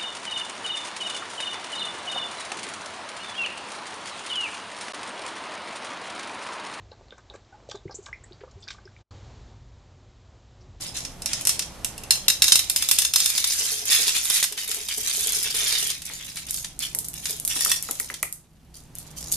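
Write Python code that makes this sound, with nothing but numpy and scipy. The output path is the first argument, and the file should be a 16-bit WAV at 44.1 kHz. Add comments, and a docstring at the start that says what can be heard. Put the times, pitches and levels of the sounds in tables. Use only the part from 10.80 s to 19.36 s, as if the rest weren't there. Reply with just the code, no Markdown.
"""Glass marbles on a plate, raked by two hands, scooped up and trickled onto a cloth-covered table.
Glass ticks on glass, the stirred heap chatters and grinds, and the plate rings briefly under it.
Spilled marbles thud on the cloth and knock on the board beneath.
Heard close, in stereo, in a small bright room with a low rumble."""
import sys
import numpy as np
from scipy import signal
from scipy.fft import rfft, irfft, next_fast_len
from scipy.io import wavfile
from scipy.ndimage import uniform_filter1d

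SR = 44100
rng = np.random.default_rng(int(sys.argv[2]) if len(sys.argv) > 2 else 0)


def master_out(mix):
    """Clip the mix to full scale and print it as 16-bit PCM to the path in sys.argv[1]."""
    frames = np.transpose(np.atleast_2d(mix))
    ceiling = np.clip(frames, -1, 1)
    pcm = np.round(ceiling * 32767).astype(np.int16)
    wavfile.write(sys.argv[1], SR, pcm)


N = 377496
TIME_S = np.arange(N) / SR
AGE_S = np.arange(SR // 4) / SR  # time since a blow

# marbles striking the heap: t/s, tick level/dB, clack level/dB
HEAP_HITS = [(0.172, -25, -30), (0.2495, -29, -30), (0.4203, -9, -35.5), (0.459, -1.5, -24),
             (0.5321, -30, -21.5), (0.652, 0.5, -28.5), (0.671, 12, -19.5), (0.6928, 8.5, -19.5),
             (0.793, -2, -22), (0.822, -30, -29.5), (1.0463, 2, -26), (1.1792, -11.5, -39.5),
             (1.236, -15.5, -40), (1.307, -7, -13.5), (1.3203, -8, -25), (1.353, -20.5, -33),
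             (1.4818, -5.5, -13.5), (1.5002, -20.5, -18.5), (1.6207, -3, -12), (1.641, -6, -19),
             (1.681, -5, -17.5), (1.7207, -9, -10), (1.7557, 9, -16.5), (1.792, -1.5, -21),
             (1.898, 3.5, -22), (1.961, 5, -21.5), (2.0235, -0.5, -22.5), (2.0879, 4, -22),
             (2.1123, 11, -17), (2.1864, 6.5, -17.5), (2.2191, -1.5, -22), (2.249, -8.5, -20),
             (2.3364, 0.5, -20.5), (2.359, 1.5, -15), (2.402, -7, -20), (2.4595, 3.5, -20.5),
             (2.502, 0.5, -29), (2.5788, 0, -19), (2.6421, -17.5, -19), (3.12, -11, -22), (3.2799, -2, -19),
             (3.2928, -5.5, -23), (3.454, -4, -26), (3.5002, 3.5, -20.5), (3.628, -1, -16),
             (3.6402, 2, -20.5), (3.724, -9.5, -30), (3.7759, -14, -29), (3.914, -6, -24),
             (3.9452, -4, -31), (4.086, -8, -26), (4.4715, 0.5, -36), (4.7478, -5, -27),
             (5.1015, -8.5, -23.5), (5.219, -19.5, -32.5), (5.571, -34, -30), (5.743, -4, -31.5),
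             (5.845, -32, -26.5), (6.455, -29, -23), (6.6767, 1.5, -31), (6.711, -13, -30.5),
             (6.808, 1, -24), (6.849, 5.5, -28), (6.9161, 5.5, -17.5), (7.1107, -0.5, -35),
             (7.34, -15, -29)]
# glass-on-glass tick: f/Hz, level/dB
TICK_SPECTRUM = [(300, -42.5), (1500, -18.5), (5000, -4.5), (8000, 8), (12000, 13), (14500, 5),
                 (16000, -6.5)]
# plate floor, damped by the heap: f/Hz, level/dB, t60/s
PLATE_MODES = [(2700, -7.5, .04), (4380, -6, .03), (5160, 0, .05), (5340, -3, .03), (6130, -3, .045),
               (6620, -7, .035), (7200, -6, .04), (8350, -6, .04), (9020, -5, .06), (9860, -8, .035),
               (10450, -5, .05), (11250, -5, .04), (12500, -4, .055), (13470, -5, .06)]
# bare rim: f/Hz, level/dB, t60/s
RIM_MODES = [(1129, -10.5, .04), (1865, -1.5, 0.045), (2660, -1.5, 0.046), (3477, -1.5, 0.074),
             (5660, 4.5, 0.051), (9500, 2, 0.022)]
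# drive into the plate, weakest with the marbles in the hands: t/s, gain/dB
PLATE_DRIVE = [(1.1, -2), (1.3, 0), (1.8, -0.5), (2.7, -1), (4.0, -9)]


def amp(db):
    """Decibels to gain."""
    return 10 ** (np.asarray(db) / 20)


def unit(x):
    """Scale to rms 1."""
    return x / np.sqrt(np.mean(x ** 2) + 1e-20)


def along(points, hz):
    """Interpolate (f/Hz, value) points on a log axis."""
    f, values = np.transpose(points)
    return np.interp(np.log(hz + 1), np.log(f), values)


def curves(rows):
    """Interpolate (t/s, values...) rows to one value per sample."""
    s, *columns = np.transpose(rows)
    return [np.interp(TIME_S, s, column) for column in columns]


def add(track, s, sound):
    """Mix sound into track at time s."""
    part = track[:, max(round(s * SR), 0):][:, :sound.shape[1]]
    part += sound[:, :part.shape[1]]


def colour(x, spectrum, size=8192):
    """Minimum-phase filter of unit energy."""
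    cepstrum = irfft(np.log(amp(along(spectrum, np.fft.rfftfreq(size, 1 / SR)))))
    fold = 1 + np.sign(size // 2 - np.arange(size))
    fold[0] = 1
    response = irfft(np.exp(rfft(cepstrum * fold)))
    return signal.fftconvolve(x, response[None] / np.linalg.norm(response))[:, :x.shape[1]]


def treble(x, edge_hz):
    """Gentle zero-phase high-pass."""
    return signal.sosfiltfilt(signal.butter(2, edge_hz, "high", fs=SR, output="sos"), x)


def noise(side_db, size=len(AGE_S)):
    """Stereo white noise, rms 1."""
    mid, side = rng.standard_normal((2, size))
    return unit(np.array([mid + amp(side_db) * side, mid - amp(side_db) * side]))


def impulses(times_s, gains, lag_s=50e-6, left_lead_s=30e-6, pan_db=-0.5, half_taps=8):
    """Contacts at scattered places: windowed sincs, each with its own stereo lag and balance."""
    lag, pan = rng.standard_normal((len(times_s), 2)).T
    channels = []
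    for side in (-1, 1):
        centre = (times_s + side * (left_lead_s + lag * lag_s) / 2) * SR
        taps = np.floor(centre).astype(int)[:, None] + np.arange(1 - half_taps, half_taps + 1)
        offset = taps - centre[:, None]
        window = np.cos(np.pi * offset / (2 * half_taps)) ** 2
        pulse = np.sinc(offset) * window * (gains * amp(side * pan * pan_db))[:, None]
        channels.append(np.bincount(np.clip(taps, 0, N).ravel(), pulse.ravel(), N + 1)[:N])
    return np.array(channels)


def ring(modes, detune, spread_rad, vary_db):
    """Struck body: each blow shares its energy anew among the modes; phases differ per channel."""
    hz, db, t60_s = np.transpose(modes)[:, :, None]
    strength, tune, turn = rng.standard_normal((3, len(modes), 1))
    share = amp(db + vary_db * strength)
    fade = share / np.linalg.norm(share) * amp(-60 * AGE_S / t60_s)
    phase = 2 * np.pi * hz * (1 + detune * tune) * AGE_S + rng.uniform(0, 2 * np.pi, hz.shape)
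    return np.array([np.sum(fade * np.sin(phase + side * spread_rad * turn), 0) for side in (-1, 1)])


def resonate(x, modes):
    """Body kept ringing by a stream of contacts."""
    tail = ring(modes, detune=0, spread_rad=0.6, vary_db=0)
    return signal.fftconvolve(x, tail / np.linalg.norm(tail[0]), axes=1)[:, :N]


def echoes(x, decay, delay_s, blocks):
    """Diffuse echoes, decay as (f/Hz, t60/s); new paths each block as the hands move."""
    out = np.zeros((2, N))
    hop = N // blocks + 1
    for start in range(0, N, hop):
        hz, t, bins = signal.stft(rng.standard_normal((2, SR // 2)), SR, nperseg=128)
        tail = signal.istft(bins * amp(-60 * t / along(decay, hz)[:, None]), SR, nperseg=128)[1]
        tail /= np.linalg.norm(tail, axis=1, keepdims=True)
        add(out, start / SR + delay_s, signal.fftconvolve(x[:, start:start + hop], tail, axes=1))
    return out


def room_tone(rumble_db=1, air_db=2, waver_hz=3.02):
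    """Low rumble with a wavering hum and a soft rush of air; the background level rises and dips."""
    # t/s, rumble level/dB, air level/dB
    levels = [(0, -46.5, -51.5), (1.2, -46.5, -47.5), (2.4, -55, -57), (3.9, -58, -58.5), (4.5, -51.5, -64),
              (5.3, -54, -62), (6.2, -49.5, -58), (7.1, -53.5, -56), (7.7, -57.5, -69), (8.5, -46, -52.5)]
    # f/Hz, level/dB re rumble, onset/s
    hum_tones = [(63.5, -7, 1.5), (156.3, -3.5, 5)]
    # spectra: f/Hz, level/dB
    rumble_spectrum = [(12, -32.5), (25, 8.5), (42, -3.5), (64, 5.5), (80, -3.5), (125, 1), (160, -3.5),
                       (195, -4), (320, -9.5), (700, -36)]
    air_spectrum = [(150, -5), (300, -0.5), (700, 3), (1500, -5.5), (12000, -15.5), (15000, -49.5)]
    low_db, mid_db = curves(levels)
    drift_hz = waver_hz * unit(uniform_filter1d(rng.standard_normal(N), SR // 20))
    hum = np.zeros(N)
    for hz, db, onset_s in hum_tones:
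        fade_in = np.clip(10 * (TIME_S - onset_s), 0, 1)
        hum += amp(db) * fade_in * np.sin(2 * np.pi * np.cumsum(hz + drift_hz) / SR)
    rumble = amp(low_db + rumble_db) * (colour(noise(side_db=-15, size=N), rumble_spectrum) + hum)
    return rumble + amp(mid_db + air_db) * colour(noise(side_db=-6.5, size=N), air_spectrum)


def landings(bounce_s=0.043, rise_s=0.0015, boom_t60_s=0.19, narrow_db_per_oct=9):
    """Marbles hit the table: cloth softens the blow to a thud and bounce; thin cloth passes a knock."""
    # soft landings: t/s, level/dB
    thuds = [(2.803, -43.5), (2.917, -40), (3.02, -42.5), (3.189, -39), (3.27, -41), (3.715, -43),
             (3.888, -43), (3.966, -41), (4.177, -39.5), (4.375, -40), (4.462, -39), (4.563, -42),
             (4.655, -42), (4.742, -41.5), (4.815, -40.5), (4.924, -45), (5.022, -42), (6.151, -46),
             (6.497, -41.5)]
    # hard landings: t/s, level/dB, f/Hz, relative boom level/dB
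    knocks = [(3.627, -16, 2026, -36), (5.299, -30, 1705, -16), (6.149, -30, 2190, -14),
              (6.76, -30.5, 1246, -8.5), (6.861, -18, 1250, -19.5), (7.089, -23, 1230, -14.5),
              (7.201, -23, 1856, -23), (7.301, -19.5, 2060, -23.5), (7.431, -13.5, 1920, -30)]
    # low table-top ring and short woody ring: f/Hz, level/dB, t60/s
    top_modes = [(263, -3, 0.095), (399, 1, 0.29), (437.3, 10, 0.19), (640, -5.5, 0.045), (695, 2, 0.16)]
    board_modes = [(1283, 0.5, 0.015), (1777, -4.5, 0.012), (2003.5, 4, .013), (2320, -1.5, 0.012)]
    # board shudder: f/Hz, level/dB
    boom_spectrum = [(100, -19), (270, -4), (420, -4), (1000, -4.5), (2500, -84)]
    out, shudder = np.zeros((2, 2, N))
    attack = 1 - np.exp(-AGE_S / rise_s)
    boom_envelope = attack * amp(-60 * AGE_S / boom_t60_s)
    for s, db in thuds:
        thud = ring(top_modes, detune=0.029, spread_rad=0.13, vary_db=2.5)
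        add(out, s, amp(db + 0.5) * attack * thud)
        flight_s = bounce_s * (0.5 + rng.random())
        bounce = ring(top_modes, detune=0.0044, spread_rad=0.13, vary_db=1)
        add(out, s + flight_s, amp(db - 8) * attack * bounce)
        add(shudder, s, amp(db - 8) * boom_envelope * noise(side_db=-7))
    for s, db, hz, boom_db in knocks:
        # a blow favours the modes near its own pitch
        modes = [(f, level - narrow_db_per_oct * abs(np.log2(f / hz)), t60_s)
                 for f, level, t60_s in board_modes]
        add(out, s, amp(db + 1) * ring(modes, detune=0.02, spread_rad=0.3, vary_db=1))
        add(shudder, s, amp(db + boom_db - 1) * boom_envelope * noise(side_db=-13))
    return out + colour(shudder, boom_spectrum)


def free_ticks(tick_db=9.5, rebound_db=-9, rebound_s=0.0031, travel_s=0.00079):
    """Two free marbles meet: a dry tick and a weak rebound."""
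    # t/s, level/dB
    meetings = [(0.611, -8), (2.7397, -12), (3.0555, -11.5), (3.8099, -23), (3.879, -12.5), (4.1768, -12.5),
                (4.1813, -8.5), (4.211, -11), (4.3367, -12), (4.3696, -7), (4.3942, -12), (4.4082, -6),
                (4.5217, -7), (4.588, -9.5), (4.6289, -8.5), (4.95, -20), (5.0266, -11), (5.0717, -7.5),
                (5.255, -16), (5.5586, -17.5), (5.7081, -6), (5.991, -9.5), (6.1486, -5), (6.1871, -4),
                (6.2493, -17), (6.2847, -11.5), (6.34, -15.5), (6.4974, -18), (6.507, -8.5),
                (6.5988, -10.5), (6.65, -4), (6.8967, -5), (6.9036, -7), (7.025, -9), (7.199, -3.5),
                (7.428, -3), (7.5257, -11.5), (8.1528, -19), (8.1848, -15.5), (8.523, -1)]
    s, db = np.transpose(meetings)
    gap_s = rebound_s * (0.5 + rng.random(len(s)))
    first = impulses(s + travel_s, amp(db + tick_db), pan_db=0.5)
    rebound = impulses(s + travel_s + gap_s, amp(db + tick_db + rebound_db))
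    ticks = colour(first + rebound, TICK_SPECTRUM)
    return ticks + amp(-8) * echoes(ticks, [(1000, 0.008), (12000, 0.039)], delay_s=0.0002, blocks=30)


def stirring(rest_db=-75.5, edge_s=0.01, sag_db_per_s=14, release_db_per_s=169.5, settle_db_per_s=97):
    """Chatter and grind levels in dB: creep at rest, shoves, the scoop, settling after each hit."""
    # finger shoves, slides out of the palms: t/s, length/s, chatter level/dB, grind/dB re chatter
    shoves = [(0.0, 0.044, -34, -7.5), (0.137, 0.043, -35, -6.5), (0.455, 0.15, -40.5, 0),
              (0.68, 0.062, -41.5, -5.5), (1.65, 0.053, -30, -8), (1.956, 0.098, -34, -5),
              (2.112, 0.13, -33.5, -5.5), (2.371, 0.27, -29, -6.5), (5.235, 0.28, -40.5, -2),
              (5.549, 0.024, -38.5, 0), (5.642, .06, -40.5, -6), (5.708, 0.072, -33.5, -12),
              (5.993, 0.026, -31.5, -1.5), (6.178, 0.07, -41, -17), (6.326, 0.053, -40, -10),
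              (6.422, 0.098, -34.5, -6.5), (6.688, 0.25, -30, -7.5), (7.003, 0.32, -41, -10),
              (7.928, 0.033, -48, -17), (8.146, 0.31, -51, -8), (8.361, 0.16, -40, -21),
              (8.51, 0.021, -28.5, -29)]
    # two strokes, across the plate and up into the palms: t/s, chatter level/dB, grind level/dB
    scoop = [
        [(2.67, -28, -36), (2.922, -28, -36), (3.03, -38, -45.5), (3.12, -20, -24.5), (3.335, -30.5, -34.5),
         (3.366, -25.5, -25), (3.394, -30.5, -36), (3.472, -30.5, -38.5), (3.56, -22.5, -26), (3.61, -29, -33)],
        [(3.78, -32.5, -35), (3.87, -39.5, -43), (3.886, -32, -37.5), (4.068, -40, -47.5), (4.112, -31, -34.5),
         (4.15, -35, -43.5), (4.243, -34, -41), (4.256, -26.5, -33.5), (4.35, -30, -38), (4.55, -28, -34),
         (4.666, -29.5, -33.5), (4.735, -34.5, -41), (4.756, -28, -32.5), (4.93, -27, -29), (5.084, -30, -37.5),
         (5.108, -33.5, -33), (5.2, -50, -51)],
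    ]
    level = np.full((2, N), amp(rest_db))
    for start_s, length_s, db, grind_db in shoves:
        age_s = np.maximum(TIME_S - start_s, 0)
        attack = 1 - np.exp(-age_s / edge_s)
        fall_db = sag_db_per_s * age_s + release_db_per_s * np.maximum(age_s - length_s, 0)
        level = np.maximum(level, amp([[db], [db + grind_db]]) * attack * amp(-fall_db))
    for stroke in scoop:
        outside_s = np.abs(TIME_S - np.clip(TIME_S, stroke[0][0], stroke[-1][0]))
        stroke_db = np.array(curves(stroke)) + [[-1.5], [-0.5]]
        level = np.maximum(level, amp(stroke_db) * np.exp(-outside_s / edge_s))
    settling_power = np.zeros((1, N))
    for s, _, clack_db in HEAP_HITS:
        add(settling_power, s, amp(clack_db - 26 - settle_db_per_s * AGE_S[None]) ** 2)
    return 10 * np.log10(level ** 2 + settling_power)


def contacts(level_db, rate_hz, hardness_db, even_s, idle_hz=60, slip_hz=40, cascade_s=0.028):
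    """Random small collisions; faster stirring makes more and harder ones."""
    # a handful holds fewer moving marbles than the plate: t/s, collision rate/dB
    crowd = [(2.4, -5), (2.7, 0), (3.6, 0), (3.8, -7), (5.1, -7), (5.3, -10.5)]
    crowd_db, = curves(crowd)
    busy_hz = rate_hz * amp(0.5 * (level_db - level_db.max()) + crowd_db)
    times_s = TIME_S[rng.random(N) < (busy_hz + idle_hz) / SR]
    # a slipping marble sets off a brief cascade among its neighbours
    slips = rng.random(N) < slip_hz / SR
    cascade = np.minimum(signal.lfilter([1], [1, -np.exp(-1 / (cascade_s * SR))], slips), 1)
    cascade_db = 7 * np.interp(times_s, TIME_S, cascade)
    hardness = np.clip(rng.standard_normal(len(times_s)), -2, 2)
    train = impulses(times_s, amp(hardness_db * hardness + cascade_db))
    # the push is shared among the collisions of each moment
    width = int(even_s * SR)
    power = np.abs(uniform_filter1d(uniform_filter1d(np.mean(train ** 2, 0), width), width))
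    return train / np.sqrt(power + 0.012 * power.mean()) * amp(level_db)


def snaps(level_db, max_rate_hz=110, over_db=14, pitch_hz=7500, spread_oct=0.7, decay_cycles=5):
    """Squeezed marbles spring free and click above the chatter, each at its own pitch."""
    activity = np.minimum(2 * amp(0.5 * (level_db - level_db.max())), 1)
    times_s = TIME_S[rng.random(N) < max_rate_hz * activity / SR]
    out = np.zeros((2, N))
    for s, (hardness, tune, turn) in zip(times_s, rng.uniform(-0.97, 1, (len(times_s), 3))):
        cycles = pitch_hz * 2 ** (spread_oct * tune) * AGE_S[:SR // 100]
        click = np.exp(-cycles / decay_cycles) * np.sin(2 * np.pi * cycles + [[turn], [-turn]])
        add(out, s, amp(level_db[int(s * SR)] + over_db + 2 * hardness) * click)
    return out


def cavities(x, low_hz=2900, high_hz=12500, t60_s=0.023, mode_count=4, blocks=260):
    """Gaps between marbles ring at pitches that change as the heap rearranges."""
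    out = np.zeros((2, N))
    hop = N // blocks + 1
    for start in range(0, N, hop):
        modes = [(hz, 0, t60_s) for hz in low_hz * (high_hz / low_hz) ** rng.random(mode_count)]
        tail = ring(modes, detune=0, spread_rad=0.49, vary_db=0.5)[:, :SR // 16]
        tail /= np.linalg.norm(tail, axis=1, keepdims=True)
        add(out, start / SR, signal.fftconvolve(x[:, start:start + hop], tail, axes=1))
    return out


def on_rim(s):
    """True while the trickle runs over the plate's rim."""
    return (s > 6.69) & (s < 6.98)


def heap():
    """Marbles jostle under the fingers: free ones chatter, pressed ones grind, the plate rings."""
    # spectra: f/Hz, level/dB
    chatter_spectrum = [(1500, -27), (3500, -9.5), (5200, -3.5), (6900, 2), (7700, -2.5), (9500, 2),
                        (11500, 0.5), (14100, -1), (14700, -40)]
    grind_spectrum = [(300, -22), (900, -11), (1400, -3), (2300, 4.5), (3000, 3.5), (3650, 4.5),
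                      (4100, 0.5), (6000, -5), (12000, -43.5)]
    chatter_db, grind_db = stirring()
    free = contacts(chatter_db - 2, rate_hz=900, hardness_db=3, even_s=0.062)
    pressed = contacts(grind_db - 4, rate_hz=2200, hardness_db=-1.5, even_s=0.09)
    direct = colour(free, chatter_spectrum) + colour(pressed, grind_spectrum)
    scatter = echoes(treble(direct, 1900), [(2000, 0.046), (12000, 0.038)], delay_s=0.0001, blocks=50)
    plate = amp(-6) * resonate(direct * amp(curves(PLATE_DRIVE)), PLATE_MODES)
    rim = amp(-2) * resonate(direct * on_rim(TIME_S), RIM_MODES)
    return direct + snaps(chatter_db) + amp(2.5) * scatter + amp(-3.5) * cavities(direct) + plate + rim


def clinks(ring_db=12, rim_db=-7, main_t60_s=0.021, main_split=0.022, clack_t60_s=0.046, rise_s=0.00059):
    """Marbles strike the heap: a hard tick, a clack through the neighbours, a ring of plate or rim."""
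    # strongest plate ring, set by strike point and load: t/s, f/Hz, level/dB
    main_rings = [(.7, 5550, 4.5), (1.2, 2740, 5), (1.31, 4120, 1.5), (1.48, 3895, 4), (1.72, 3826, 3.5),
                  (1.94, 3563, 0.5), (2.3, 3578, -0.5), (2.6, 3614, 7.5)]
    # f/Hz, level/dB
    clack_spectrum = [(300, -30), (900, -5.5), (1800, -0.5), (2700, 2.5), (4000, 5.5), (7000, 7),
                      (10000, 6), (13500, -3), (14700, -22)]
    times_s, tick_db, clack_db = np.transpose(HEAP_HITS)
    main_s, main_hz, main_db = np.transpose(main_rings)
    ticks = colour(impulses(times_s + 0.00039, amp(tick_db + 3.5), pan_db=2), TICK_SPECTRUM)
    scatter = echoes(ticks, [(1000, 0.0087), (12000, 0.037)], delay_s=0.0003, blocks=40)
    clacks, plate = np.zeros((2, 2, N))
    attack = 1 - np.exp(-AGE_S / rise_s)
    for s, db in zip(times_s, clack_db):
        if on_rim(s):
            modes, drive_db = RIM_MODES, rim_db
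        else:
            row = np.argmin(np.abs(main_s - s))
            pair = [(main_hz[row] * (1 + side * main_split), main_db[row], main_t60_s)
                    for side in (-1, 1)]
            modes = pair + PLATE_MODES
            drive_db = np.interp(s, *np.transpose(PLATE_DRIVE))
        add(clacks, s, amp(db + 3.5 - 60 * AGE_S / clack_t60_s) * attack * noise(side_db=-8))
        ringing = ring(modes, detune=0.008, spread_rad=1, vary_db=1.3)
        add(plate, s, amp(db + ring_db + drive_db) * attack * ringing)
    return ticks + amp(-3) * scatter + colour(clacks, clack_spectrum) + plate


def scene(wet_db=-6, left_db=-0.57, shade_hz=10500, wall_hz=1000):
    """Marbles and table in the room, balanced slightly to the right."""
    # hands over the heap shade its top treble: t/s, share covered/0-1
    hand_cover = [(.3, 1), (.7, 1), (1.2, 0.9), (1.3, 0.53)]
    # room decay: f/Hz, t60/s
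    wall_decay = [(200, 0.22), (1200, 0.3), (3000, 0.23), (6000, 0.31), (13000, 0.2)]
    glass = clinks() + free_ticks() + heap()
    cover, = curves(hand_cover)
    direct = glass - cover * treble(glass, shade_hz) + landings()
    room = amp(wet_db) * echoes(treble(direct, wall_hz), wall_decay, delay_s=0.005, blocks=24)
    return (direct + room + room_tone()) * amp([[left_db], [-left_db]])


def record(dry, ceiling=0.9, top_hz=16400):
    """Clip the peaks, roll off the top treble, band-limit."""
    size = next_fast_len(N + SR // 2)
    hz = np.fft.rfftfreq(size, 1 / SR)
    rolloff = amp(along([(13800, 0.5), (14700, -17.5), (16000, -20.5)], hz))
    spectrum = rfft(np.clip(dry, -ceiling, ceiling), size)
    return irfft(spectrum * rolloff * (hz < top_hz), size)[:, :N]


dry = scene()
out = record(dry)
master_out(out)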